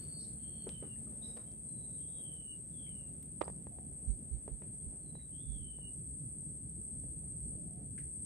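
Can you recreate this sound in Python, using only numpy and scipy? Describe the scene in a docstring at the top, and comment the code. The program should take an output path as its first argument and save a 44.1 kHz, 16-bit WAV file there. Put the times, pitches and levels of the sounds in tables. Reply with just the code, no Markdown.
"""Mangrove river from a boat

Insects shrill steadily in the trees: bands of noise with a few wavering sines standing out. Birds give
buzzy falling whistles and thin calls (trilled sines), sharp hoarse chirps and far hoots.
Water laps and drips at the hull (rising sines and noise bursts); a hand on the camera makes a sharp click,
lighter knocks and low thumps. Shaped noise makes wind, a far low rumble, river wash and leaf hiss."""
import sys
import numpy as np
from scipy import signal
from scipy.fft import rfft, irfft
from scipy.io import wavfile

SR = 44100
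rng = np.random.default_rng(int(sys.argv[2]) if len(sys.argv) > 2 else 0)


def waveform_to_disk(signal):
    """Save audio, clipped to [-1, 1], as 16-bit WAV at the path in sys.argv[1]."""
    frames = np.transpose(np.atleast_2d(signal))
    scaled = np.clip(frames, -1, 1) * 32767
    samples = np.round(scaled).astype(np.int16)
    wavfile.write(sys.argv[1], SR, samples)


N = 363825
TIME = np.arange(N) / SR
HZ = np.fft.rfftfreq(N, 1 / SR)

# In every table a left-right balance in dB is positive towards the left.
# Colour of the insect chorus. Each row: frequency in Hz, relative level in dB per Hz.
CHORUS_COLOUR = [(6700, -63), (7100, -33.5), (7450, -30), (7750, -18), (8050, -6.5), (8300, 1.5),
                 (8450, -0.5), (8650, 0), (8800, -8.5), (8950, -20), (9250, -27), (9600, -34), (10300, -48)]
# Single insects that stand out. Each row: pitch in Hz, typical waver in Hz,
# base level in dB against the chorus, left-right balance in dB.
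SOLO_INSECTS = [(8100, 22, -22, -7.5), (8260, 29.47, -12, -0.5), (8320, 40, -6.5, 6),
                (8390, 25.04, -15, 12), (8676, 45, -15, 4.5), (9050, 7.8, -26.5, 9.5),
                (9040, 31, -27.5, 8.5)]
# The chorus sings in surges with brief lulls. Each row: time in seconds, level change in dB.
CHORUS_SURGE = [(0, 0.9), (0.22, 2.9), (0.5, 2), (0.62, 1.3), (0.85, 0.7), (1.25, 2.5), (1.42, 0.4),
                (1.57, -1.0), (1.68, 2.2), (2.0, 3), (2.2, 3), (2.6, 0.8), (2.8, 1), (3.05, 0.8), (3.52, 0),
                (3.62, -2), (4.08, 1.5), (4.3, 0), (4.68, 0.0), (4.82, 1.5), (5.22, -1.2), (5.58, 2.1),
                (5.82, 0), (5.94, 3.5), (6.25, 2), (6.52, 2.5), (6.72, 0.5), (6.9, 3), (7.15, 1.7),
                (7.5, 4), (7.78, -0.7), (7.98, 2.0), (8.25, 3.9)]
CHORUS_DB, CHORUS_PAN_DB = -52, 0.5  # level before the surges, and resting left-right balance

# Falling whistles, one curve for each. 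Each row of a curve: time in seconds, pitch in Hz, level in dB.
WHISTLE_CURVES = [
    [(.375, 3190, -83), (.44, 3173, -69), (.56, 3190, -67.5), (.68, 3130, -74), (.71, 3096, -65),
     (.85, 2993, -69.5), (.885, 2880, -79), (.912, 2835, -66.5), (.945, 2820, -70), (.965, 2750, -83)],
    [(1.97, 3090, -82), (2.02, 3205, -71), (2.11, 3370, -78), (2.18, 3294, -69.5), (2.25, 3170, -64),
     (2.31, 3128, -64.5), (2.465, 2930, -72), (2.5, 2918, -64), (2.535, 2883, -65), (2.56, 2830, -81)],
    [(2.71, 3500, -91), (2.79, 3304, -67), (2.86, 3190, -65.5), (2.95, 2930, -72), (3.02, 2830, -71),
     (3.095, 2780, -83)],
    [(5.315, 3100, -82), (5.355, 3160, -71), (5.39, 3260, -71), (5.425, 3510, -76), (5.48, 3530, -73.5),
     (5.545, 3380, -68), (5.6, 3190, -68.5), (5.66, 3066, -66.5), (5.77, 2994, -69.5), (5.79, 2950, -76),
     (5.83, 2890, -66), (5.888, 2895, -64.5), (5.91, 2830, -87)],
]
# Length in seconds of the clear note that closes each whistle, in the same order.
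WHISTLE_CLOSINGS = [.06, 0.086, 0.029, 0.084]
# Thin high calls. Each row: start in seconds, length in seconds, first pitch in Hz, last pitch in Hz,
# level in dB, length of the held note in seconds, level of the held note in dB.
THIN_CALL_ROWS = [(0, 0.22, 4485, 4476, -68, .09, -62.5), (0.398, .268, 4370, 4358, -77, 0.076, -71.5),
                  (1.67, 0.2, 4160, 3980, -79, 0.04, -76), (1.766, .28, 3830, 3740, -85, 0.11, -84),
                  (1.88, 0.14, 3995, 3985, -81, .043, -88), (2.073, 0.15, 3660, 3780, -77, 0.079, -76),
                  (5.022, 0.095, 4340, 4010, -81.5, 0.022, -70.5),
                  (5.142, 0.14, 3960, 3895, -72, 0.039, -87)]
# A faint, very high squeak. Each row: time in seconds, pitch in Hz, level in dB.
SQUEAK_CURVE = [(2.19, 10800, -82), (2.24, 11600, -68), (2.27, 10900, -79), (2.33, 11300, -69),
                (2.38, 10600, -79)]
# Chirps. Each row: start in seconds, length in seconds, top pitch in Hz, level in dB,
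# rasp as a share of the pitch, hoarse upper voice in dB, left-right balance in dB.
CHIRP_ROWS = [(0.18, 0.092, 4290, -66.5, 0.046, -7, -7.5), (1.214, 0.0624, 3907, -62, 0.014, -28, -19),
              (1.216, .12, 5150, -75, 0.023, -18, -5), (1.45, 0.064, 3220, -82, .006, -30, -20.5),
              (3.433, 0.028, 4900, -73.5, 0.048, -34, -25), (4.789, .04, 3400, -87, .004, -28, -8)]
# Far hollow bird calls. Each row: start in seconds, length in seconds, pitch in Hz,
# level in dB before a 3 dB cut.
HOOT_ROWS = [(3.693, 0.17, 705, -65), (7.542, 0.12, 595, -69), (7.628, 0.22, 690, -68)]
# Echo of the bank. Each row: frequency in Hz, seconds to die by 60 dB at full linger.
BANK_ECHO = [(200, 0.15), (1500, 0.33), (4000, 0.58), (12000, 0.033)]
SLUR_S, RELEASE_S = 0.024, 0.012  # a trill melts into its held note; a trilled call fades in and out
FALL_BOW = 2  # over 1, the pitch of a thin call moves early and then flattens

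# A sharp click with its bounces, then lighter knocks on the camera.
# Each row: start in seconds, peak of the push in dB before panning, corner in Hz above which it dulls.
KNOCK_ROWS = [(3.4116, -32.5, 1260), (3.415, -22, 1420), (3.4184, -33.5, 3500), (3.4188, -47, 1200),
              (3.4249, -41, 1210), (3.4269, -41, 3000), (3.437, -43, 1110), (3.4799, -34, 1110),
              (3.488, -50, 900), (3.499, -42, 1020), (3.669, -43, 1030), (3.786, -45.5, 950),
              (4.479, -41, 1130), (4.62, -50, 1910), (5.153, -46.5, 920), (5.787, -51.5, 940),
              (6.43, -56, 800), (7.039, -53, 695)]
# Colour of the camera body. Each row: frequency in Hz, level in dB.
CASE_COLOUR = [(60, -14), (200, -5.5), (330, 12.5), (480, 14.5), (700, 9), (950, 9), (1200, 6.5), (1650, 1),
               (2100, 2.5), (2600, 2.5), (4000, 7), (7000, 6), (15000, -60)]
# Ringing of the camera body. Each row: pitch in Hz, level in dB against the push,
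# seconds to die by 60 dB.
CASE_RINGS = [(440, -27, 0.067), (607, -38, 0.037), (1170, -34, 0.066), (1640, -22, 0.029),
              (1860, -24, .03), (2035, -33.5, .03), (2370, -36, 0.028)]
KNOCK_PAN_DB = -22  # the hand is by the right port
PORT_LAG_S = .0005  # sound from the right reaches the left port this much later
# Soft thumps. Each row: start in seconds, level in dB, settled pitch in Hz, swell time in seconds,
# left-right balance in dB.
THUMP_ROWS = [(4.068, -28.5, 46.3, 0.026, -24), (4.305, -35.5, 52.5, 0.029, -22),
              (4.506, -38.5, 46, 0.022, -19), (4.85, -43, 59.5, 0.022, -13), (5.455, -39, 49.1, 0.05, -23),
              (5.59, -48, 70, 0.032, -28)]

# Laps at the hull, a low plop with brighter splashes. Each row: start in seconds, level in dB before
# the plop and slap trims, pitch of plop and slap in Hz, splash centre in Hz,
# splash in dB against the row's level, left-right balance in dB.
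LAP_ROWS = [(.666, -35.5, 356, 1160, -24.5, 5), (.823, -37.5, 357, 1040, -19.5, -7.5),
            (1.367, -49, 484, 1150, -9, -13), (4.478, -45.5, 405, 1930, -27, -7),
            (4.618, -46, 410, 1960, -22.5, -5)]
# Drips and small plops. Each row: start in seconds, level in dB, centre in Hz, width in octaves,
# seconds to die by 60 dB, left-right balance in dB.
DRIP_ROWS = [(.957, -63, 1910, 0.13, .07, 0), (1.068, -60.5, 1220, 0.09, 0.09, -11),
             (2.864, -67, 2230, 0.15, 0.31, -7), (5.189, -69.5, 1980, 0.21, 0.24, 4),
             (7.978, -51, 1870, 0.37, 0.12, -10), (7.989, -64, 2030, 0.27, 0.1, -10),
             (7.98, -62.5, 5000, 2.5, .2, 8)]
# Dry ticks of the tackle. Each row: start in seconds, level in dB, centre in Hz, width in octaves.
TICK_ROWS = [(.692, -40.5, 2700, 1.4), (1.368, -52, 1810, 1.5), (1.374, -47.5, 2300, 1.1),
             (1.518, -56, 5800, 0.49), (2.365, -59, 5000, 1.1), (3.228, -41, 11400, 0.39),
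             (3.229, -55, 2560, 0.42)]

# A faint low hum. In order: start in seconds (before zero, so it begins at zero), length in seconds,
# pitch in Hz, level in dB.
LOW_HUM = (-0.15, 1.88, 218.5, -62)
# Colour of the open air. Each row: frequency in Hz, relative level in dB per Hz.
AIR_COLOUR = [(15, -43), (25, -22.5), (40, -16.5), (54, -1), (92, -6.5), (145, -2), (230, -8.5), (300, -14),
              (450, -20), (700, -26), (850, -35), (1150, -43), (1600, -49), (2400, -47.5)]
# Colour of the leaf hiss. Each row: frequency in Hz, relative level in dB per Hz.
HISS_COLOUR = [(1500, 2.5), (2500, -1), (4000, -2.5), (6500, -7), (10000, -5.5), (11500, 2), (13000, -2),
               (15500, -6)]
# How alike left and right are in the air. Each row: frequency in Hz, likeness from 0 to 1.
AIR_LIKENESS = [(50, 0.98), (130, 0.9), (290, 0.83), (640, 0.071), (1400, 0), (15000, 0)]
# Side the air leans to. 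Each row: frequency in Hz, left-right balance in dB.
AIR_SIDES = [(60, -1), (130, -1.5), (290, -0.5), (640, 2.5), (1410, -8), (3100, -22), (6820, 13),
             (15000, 0.5)]
# Strength of the breeze, full in the low wind and partial in the rumble.
# Each row: time in seconds, level change in dB.
BREEZE_CURVE = [(0, -1.5), (.8, 1), (1.6, -2), (2.6, -1.5), (3.1, -1), (3.7, 0.5), (5.8, 1.5), (6.2, 6),
                (6.8, 3.5), (7.4, 8.5), (8.25, 2.5)]
# Ripples wash in among the roots. Each row: middle in seconds, length in seconds, rise in dB.
RIPPLE_ROWS = [(.4, 2.24, 7), (1.3, 0.8, 12), (1.8, 0.86, 6.5), (2.25, 0.56, 7), (3.05, 0.72, 6),
               (4.1, 2.5, 5.5), (5, 0.6, 7), (5.85, 0.27, 5), (7.5, 4, 4)]
# Leaf hiss, which settles. Each row: time in seconds, level in dB before a 10 dB lift.
LEAF_CURVE = [(0, -76.5), (.2, -84), (1.35, -82.5), (1.6, -87.5), (3.1, -85.5), (3.8, -87), (6.4, -87.5),
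              (8.25, -87.5)]
EDGE_HZ = 15600  # upper limit of the camera's sound


def insects(throb_hz=16.3, throb_s=0.008, throb_drift=0.01, near_db=-9.5, flutter_db=0.36,
            sway_db=0.3, solo_surge=0.6, solo_swell_db=1.8, drift_hz=7):
    """Countless tymbals blur into a shrill band; a near insect pulses and soloists waver and swell."""
    surge, = follow(CHORUS_SURGE, TIME)
    colour = gain_of(read(CHORUS_COLOUR, HZ))
    crowd = evened(irfft(rfft(rng.standard_normal((2, N))) * colour, N))
    # seconds since the near insect's last pulse; each pulse starts sharply and dies
    turns = np.cumsum(throb_hz * (1 + throb_drift * wander(N, 2.5))) / SR
    since = turns % 1 / throb_hz
    bursts = rng.standard_normal(N) * np.exp(-since / throb_s)
    near = evened(irfft(rfft(bursts) * colour, N))
    out = crowd + gain_of(near_db) * from_right(place(near, 0))
    for hz, waver, db, side in SOLO_INSECTS:
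        pitch = hz + drift_hz * wander(N, 1.497)
        # each ear gets its own quick waver
        voice = evened(np.array([tone(pitch + waver * wander(N, 72.0)) for port in range(2)]))
        extra_surge = solo_surge * (surge - surge.mean())
        level = gain_of(db + extra_surge + solo_swell_db * wander(N, 3.6))
        out += level * place(voice, side)
    out = place(out / np.std(out.mean(0)), CHORUS_PAN_DB + sway_db * wander(N, 5.6))
    return out * gain_of(CHORUS_DB + surge + flutter_db * wander(N, 4.3))


def birds(chirp_db=0, song_echo_db=-14, song_linger=0.41, chirp_echo_db=-8.0):
    """Whistlers on the bank; chirps and hoots, from deeper among the branches, have a stronger echo."""
    songs, calls = whistles() + thin_calls(), np.zeros((2, N))
    start, end = SQUEAK_CURVE[0][0], SQUEAK_CURVE[-1][0]
    hz, db = follow(SQUEAK_CURVE, np.arange(start, end, 1 / SR))
    squeak = gain_of(db) * trill(hz, rate_hz=117, depth_hz=163, gap=0.32, rasp=1.2)
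    add(songs, start, place(squeak, 5.1))
    for row in CHIRP_ROWS:
        s, sound = chirp(*row)
        add(calls, s, gain_of(chirp_db) * sound)
    for s, length, hz, db in HOOT_ROWS:
        add(calls, s, place(note(length, hz, db - 3.0, waver=0.057, waver_hz=110), 11))
    song_echo = gain_of(song_echo_db) * bank(songs, song_linger)
    call_echo = gain_of(chirp_echo_db) * bank(calls)
    return from_right(songs + calls + song_echo + call_echo)


def whistles(fast_hz=108, slow_hz=50, low_hz=2850, high_hz=3480, end_depth_hz=42, top_depth_hz=85,
             gap=0.88, held_quaver=0.2, rasp=0.43, strain_rasp=0.34, pan_db=-12.5):
    """A trill slows and narrows as its pitch falls, then melts into a clear note; high pitch is hoarser."""
    out = np.zeros((2, N))
    for curve, held in zip(WHISTLE_CURVES, WHISTLE_CLOSINGS):
        start, end = curve[0][0], curve[-1][0]
        t = np.arange(start, end, 1 / SR)
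        hz, db = follow(curve, t)
        height = np.clip((hz - low_hz) / (high_hz - low_hz), 0, 1)
        quaver = 1 - settled(t, end - held) * (1 - held_quaver)
        rate = slow_hz + (fast_hz - slow_hz) * height
        depth = end_depth_hz + (top_depth_hz - end_depth_hz) * height
        hoarseness = rasp + strain_rasp * height ** 4
        voice = trill(hz, rate, quaver * depth, quaver * gap, rasp=hoarseness)
        add(out, start, place(voice * gain_of(db), pan_db))
    return out


def thin_calls(rate_hz=45, depth_hz=30, start_db=-1, held_quaver=0.11, pan_db=-6):
    """A higher, thinner voice quavers and glides into its clear note."""
    out = np.zeros((2, N))
    for s, length, first_hz, last_hz, db, held, held_db in THIN_CALL_ROWS:
        t = np.arange(0, length, 1 / SR)
        ahead = 1 - t / length  # share of the call still to come
        clear = settled(t, length - held)
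        quaver = 1 - clear * (1 - held_quaver)
        pitch = last_hz + (first_hz - last_hz) * ahead ** FALL_BOW
        voice = trill(pitch, rate_hz, quaver * depth_hz, gap=0.93 * quaver,
                      uneven=0.483, rasp=0.69, waver_db=-0.5)
        level = db + start_db * ahead ** 4 + clear * (held_db - db)
        add(out, s, place(voice * gain_of(level), pan_db))
    return out


def trill(hz, rate_hz, depth_hz, gap, uneven=0.15, rasp=0.41, waver_db=1.5):
    """A run of quick upward flicks around a pitch curve; the voice dips between them."""
    size = len(hz)
    turns = np.cumsum(rate_hz * (1 + uneven * wander(size, 45))) / SR
    pause, flick = np.cos(np.pi * turns) ** 4, -np.sin(2 * np.pi * turns)
    pitch = hz + depth_hz * (flick + rasp * wander(size, 330))
    voice = tone(pitch) * (1 - np.clip(gap, 0, 1) * pause)
    left_s = np.arange(size)[::-1] / SR
    nearest_end_s = np.minimum(left_s, left_s[::-1])
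    edges = np.sin(np.pi / 2 * np.minimum(nearest_end_s / RELEASE_S, 1))
    return evened(voice) * gain_of(waver_db * wander(size, 24)) * edges


def settled(t, start):
    """Goes smoothly from 0 to 1 as a trill melts into its closing note."""
    return .5 + .5 * np.tanh(2 * (t - start) / SLUR_S)


def chirp(s, length, top_hz, db, rasp, upper_db, pan_db, arch=0.069, upper_ratio=1.17, upper_octaves=0.21):
    """A short note whose pitch arches, with a hoarse band of noise above it."""
    u = np.linspace(-1, 1, int(length * SR))
    hz = top_hz * (1 - arch * (u - .1) ** 2 + rasp * wander(len(u), 640))
    hoarse = gain_of(upper_db) * band(len(u), top_hz * upper_ratio, upper_octaves)
    voice = evened((tone(hz) + hoarse) * signal.windows.tukey(len(u), .6))
    return s, place(gain_of(db) * voice, pan_db)


def note(length, hz, db, waver, waver_hz, sag=0):
    """A soft-edged clear note whose pitch wavers by a small share; a positive sag makes it sink."""
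    u = np.linspace(-.5, .5, int(length * SR))
    pitch = hz * (1 - sag * u + waver * wander(len(u), waver_hz))
    return gain_of(db) * evened(tone(pitch) * signal.windows.tukey(len(u), .55))


def bank(x, linger=1):
    """Scattered echoes from trunks and leaves die at a speed set by pitch; linger scales their time."""
    taps = rng.standard_normal((2, SR)) * (rng.random((2, SR)) < .05)
    hz, t, z = signal.stft(taps, SR, nperseg=256)
    fade = gain_of(-60 * t / (linger * read(BANK_ECHO, hz)[:, None]))
    build_up = np.minimum(t / 0.013, 1)
    tail = signal.istft(z * fade * build_up, SR, nperseg=256)[1]
    return signal.fftconvolve(x.mean(0)[None], tail / np.linalg.norm(tail[0]), axes=1)[:, :N]


def knocks(rattle_db=-31, rattle_t60=0.73, rattle_per_s=520, slope=4.5, crack_db=-39):
    """A dull push rings the camera body briefly, then a faint rattle of tiny contacts follows."""
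    out, size = np.zeros((2, N)), 4096
    t, hz = np.arange(size) / SR, abs(np.fft.fftfreq(size, 1 / SR))
    ring = sum(gain_of(db - 60 * t / t60) * np.sin(2 * np.pi * f * t) for f, db, t60 in CASE_RINGS)
    for s, db, corner_hz in KNOCK_ROWS:
        # treble falls away above the corner, down to a small crisp remainder
        contact = (1 + (hz / corner_hz) ** (2 * slope)) ** -.5 + gain_of(crack_db)
        log_gain = np.log(gain_of(read(CASE_COLOUR, hz)) * contact)
        # a pulse of that colour with its energy packed at the start
        push = np.fft.ifft(np.exp(np.conj(signal.hilbert(log_gain)))).real
        push /= abs(push).max()
        hits = rng.standard_normal((2, size)) * (rng.random(size) < rattle_per_s / SR)
        hits = hits * gain_of(rattle_db - 60 * t / rattle_t60)
        rattle = signal.fftconvolve(hits, push[None], axes=1)[:, :size]
        add(out, s, gain_of(db) * place(push + ring + rattle, KNOCK_PAN_DB))
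    return out


def thumps(sag=0.46, scuff_db=-15, scuff_hz=115, shove_db=-15, shove_hz=32):
    """Soft pushes near the right port: low cycles swell, sag in pitch and die, with scuff and shove noise."""
    out, t = np.zeros((2, N)), np.arange(SR // 2) / SR
    for s, db, hz, swell, pan in THUMP_ROWS:
        u = t / swell
        body = -tone(hz * (1 + sag * np.exp(-u)))
        scuff = gain_of(scuff_db) * band(len(t), scuff_hz, 0.54)
        shove = gain_of(shove_db) * band(len(t), shove_hz, 0.32)
        shape = (u * np.exp(1 - u)) ** 2
        add(out, s, place(gain_of(db) * shape * (body + scuff + shove), pan))
    return out


def small_sounds(plop_db=-3, slap_db=-4, slap_octaves=0.62, slap_t60=0.17, splash_octaves=0.79,
                 splash_t60=0.24, tick_t60=0.01, tick_pan_db=-3, echo_db=-14):
    """Water slaps the hull in short splashes and drips; rod and line give dry ticks."""
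    out, t = np.zeros((2, N)), np.arange(SR // 4) / SR
    for s, db, slap_hz, splash_hz, splash_db, pan in LAP_ROWS:
        lap = plop(db + plop_db, slap_hz)
        lap = lap + splash(db + slap_db, slap_hz, slap_octaves, slap_t60)
        lap = lap + splash(db + splash_db, splash_hz, splash_octaves, splash_t60)
        add(out, s, place(lap, pan))
    for s, db, hz, octaves, t60, pan in DRIP_ROWS:
        add(out, s, place(splash(db, hz, octaves, t60), pan))
    for s, db, hz, octaves in TICK_ROWS:
        tick = gain_of(db - 60 * t / tick_t60) * band(len(t), hz, octaves) / 2
        add(out, s, place(tick, tick_pan_db))
    return out + gain_of(echo_db) * bank(out)


def plop(db, hz, t60=0.067, attack_s=0.0035, rise_per_s=4.1):
    """A pocket of air trapped at the hull rings for some cycles and rises in pitch."""
    t = np.arange(SR // 4) / SR
    return tone(hz * (1 + rise_per_s * t)) * gain_of(db - 60 * t / t60) * np.minimum(t / attack_s, 1)


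def splash(db, hz, octaves, t60, attack_s=0.0023):
    """A short burst of water noise that dies away."""
    t = np.arange(SR // 4) / SR
    return band(len(t), hz, octaves) * gain_of(db - 60 * t / t60) * np.minimum(t / attack_s, 1) / 2


def hum(pan_db=0):
    """A single low tone with a slightly wavering pitch fades in and out."""
    out = np.zeros((2, N))
    s, length, hz, db = LOW_HUM
    add(out, s, place(note(length, hz, db, waver=0.0067, waver_hz=4.6), pan_db))
    return out


def air(wind_db=-60, rumble_db=-54.0, rumble_share=0.41, wash_db=-77, hiss_db=10,
        wind_hz=85, split_hz=420, gust_db=0.5, lump_db=1.74):
    """Noise split by pitch into low wind, far rumble and river wash, plus a thin hiss of leaves."""
    a, b = rfft(rng.standard_normal((2, N)))
    same = np.clip(read(AIR_LIKENESS, HZ), -1, 1)
    # the right side shares part of the left side's noise
    pair = place(np.array([a, same * a + np.sqrt(1 - same ** 2) * b]), read(AIR_SIDES, HZ))
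    deep, low = 1 / (1 + (HZ / wind_hz) ** 6), 1 / (1 + (HZ / split_hz) ** 6)
    body = pair * gain_of(read(AIR_COLOUR, HZ)) / (1 + (HZ / 2600) ** 8)
    hiss = rfft(rng.standard_normal((2, N))) * gain_of(read(HISS_COLOUR, HZ)) * (1 - low)
    (breeze,), (leaves,) = follow(BREEZE_CURVE, TIME), follow(LEAF_CURVE, TIME)
    out = evened(irfft(hiss, N)) * gain_of(leaves + hiss_db)
    wind = (deep, wind_db + breeze + gust_db * wander(N, 2.5))
    rumble = (low - deep, rumble_db + rumble_share * breeze)
    wash = (1 - low, wash_db + swells(RIPPLE_ROWS))
    for share, db in [wind, rumble, wash]:
        out += evened(irfft(body * share, N)) * gain_of(db + lump_db * wander(N, 11.0))
    return out


def swells(rows):
    """Rounded rises and falls, in dB over the whole scene."""
    return sum(db * np.cos(np.pi * np.clip((TIME - middle) / length, -.5, .5)) ** 2
               for middle, length, db in rows)


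def gain_of(db):
    """Decibels to gain."""
    return 10 ** (np.asarray(db) / 20)


def evened(x):
    """Scales to an average (rms) strength of 1."""
    return x / np.sqrt(np.mean(x ** 2) + 1e-20)


def read(points, hz):
    """Reads a spectrum on a log-frequency axis."""
    f, value = np.transpose(points)
    return np.interp(np.log(hz + 1), np.log(f + 1), value)


def follow(rows, t):
    """Reads each column of a curve at the times t."""
    s, *columns = np.transpose(rows)
    return [np.interp(t, s, c) for c in columns]


def tone(hz):
    """A sine that follows a pitch curve."""
    return np.sin(2 * np.pi * np.cumsum(hz) / SR)


def wander(size, rate_hz):
    """Smooth random motion of rms 1."""
    hz = np.fft.rfftfreq(size, 1 / SR)
    slow = np.exp(-(hz / rate_hz) ** 2) * (hz > 0)
    return evened(irfft(rfft(rng.standard_normal(size)) * slow, size))


def band(size, centre_hz, octaves):
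    """Noise under one rounded hill of the spectrum."""
    away = np.log2((np.fft.rfftfreq(size, 1 / SR) + 1) / centre_hz) / octaves
    return evened(irfft(rfft(rng.standard_normal(size)) / (1 + away ** 2 / 2) ** 2, size))


def place(x, pan_db):
    """Shares a sound between left and right, keeping the mean of the two gains."""
    left = 2 / (1 + gain_of(-pan_db))
    return np.array([left, 2 - left]).reshape(2, -1) * x


def from_right(pair):
    """Delays the left channel by the way between the two ports."""
    lag = round(PORT_LAG_S * SR) / SR
    return np.array([np.interp(TIME - lag, TIME, pair[0]), pair[1]])


def add(mix, s, sound):
    """Adds a stereo sound at time s, or at zero if s is earlier."""
    part = mix[:, max(round(s * SR), 0):][:, :sound.shape[1]]
    part += sound[:, :part.shape[1]]


def scene():
    """All sources together."""
    return insects() + birds() + knocks() + thumps() + small_sounds() + hum() + air()


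def record(dry):
    """The camera's band limit: a steep filter removes the highest treble."""
    lowpass = signal.firwin(511, EDGE_HZ, window=("kaiser", 9), fs=SR)
    return signal.oaconvolve(dry, lowpass[None], "same")


dry = scene()
out = record(dry)
waveform_to_disk(out)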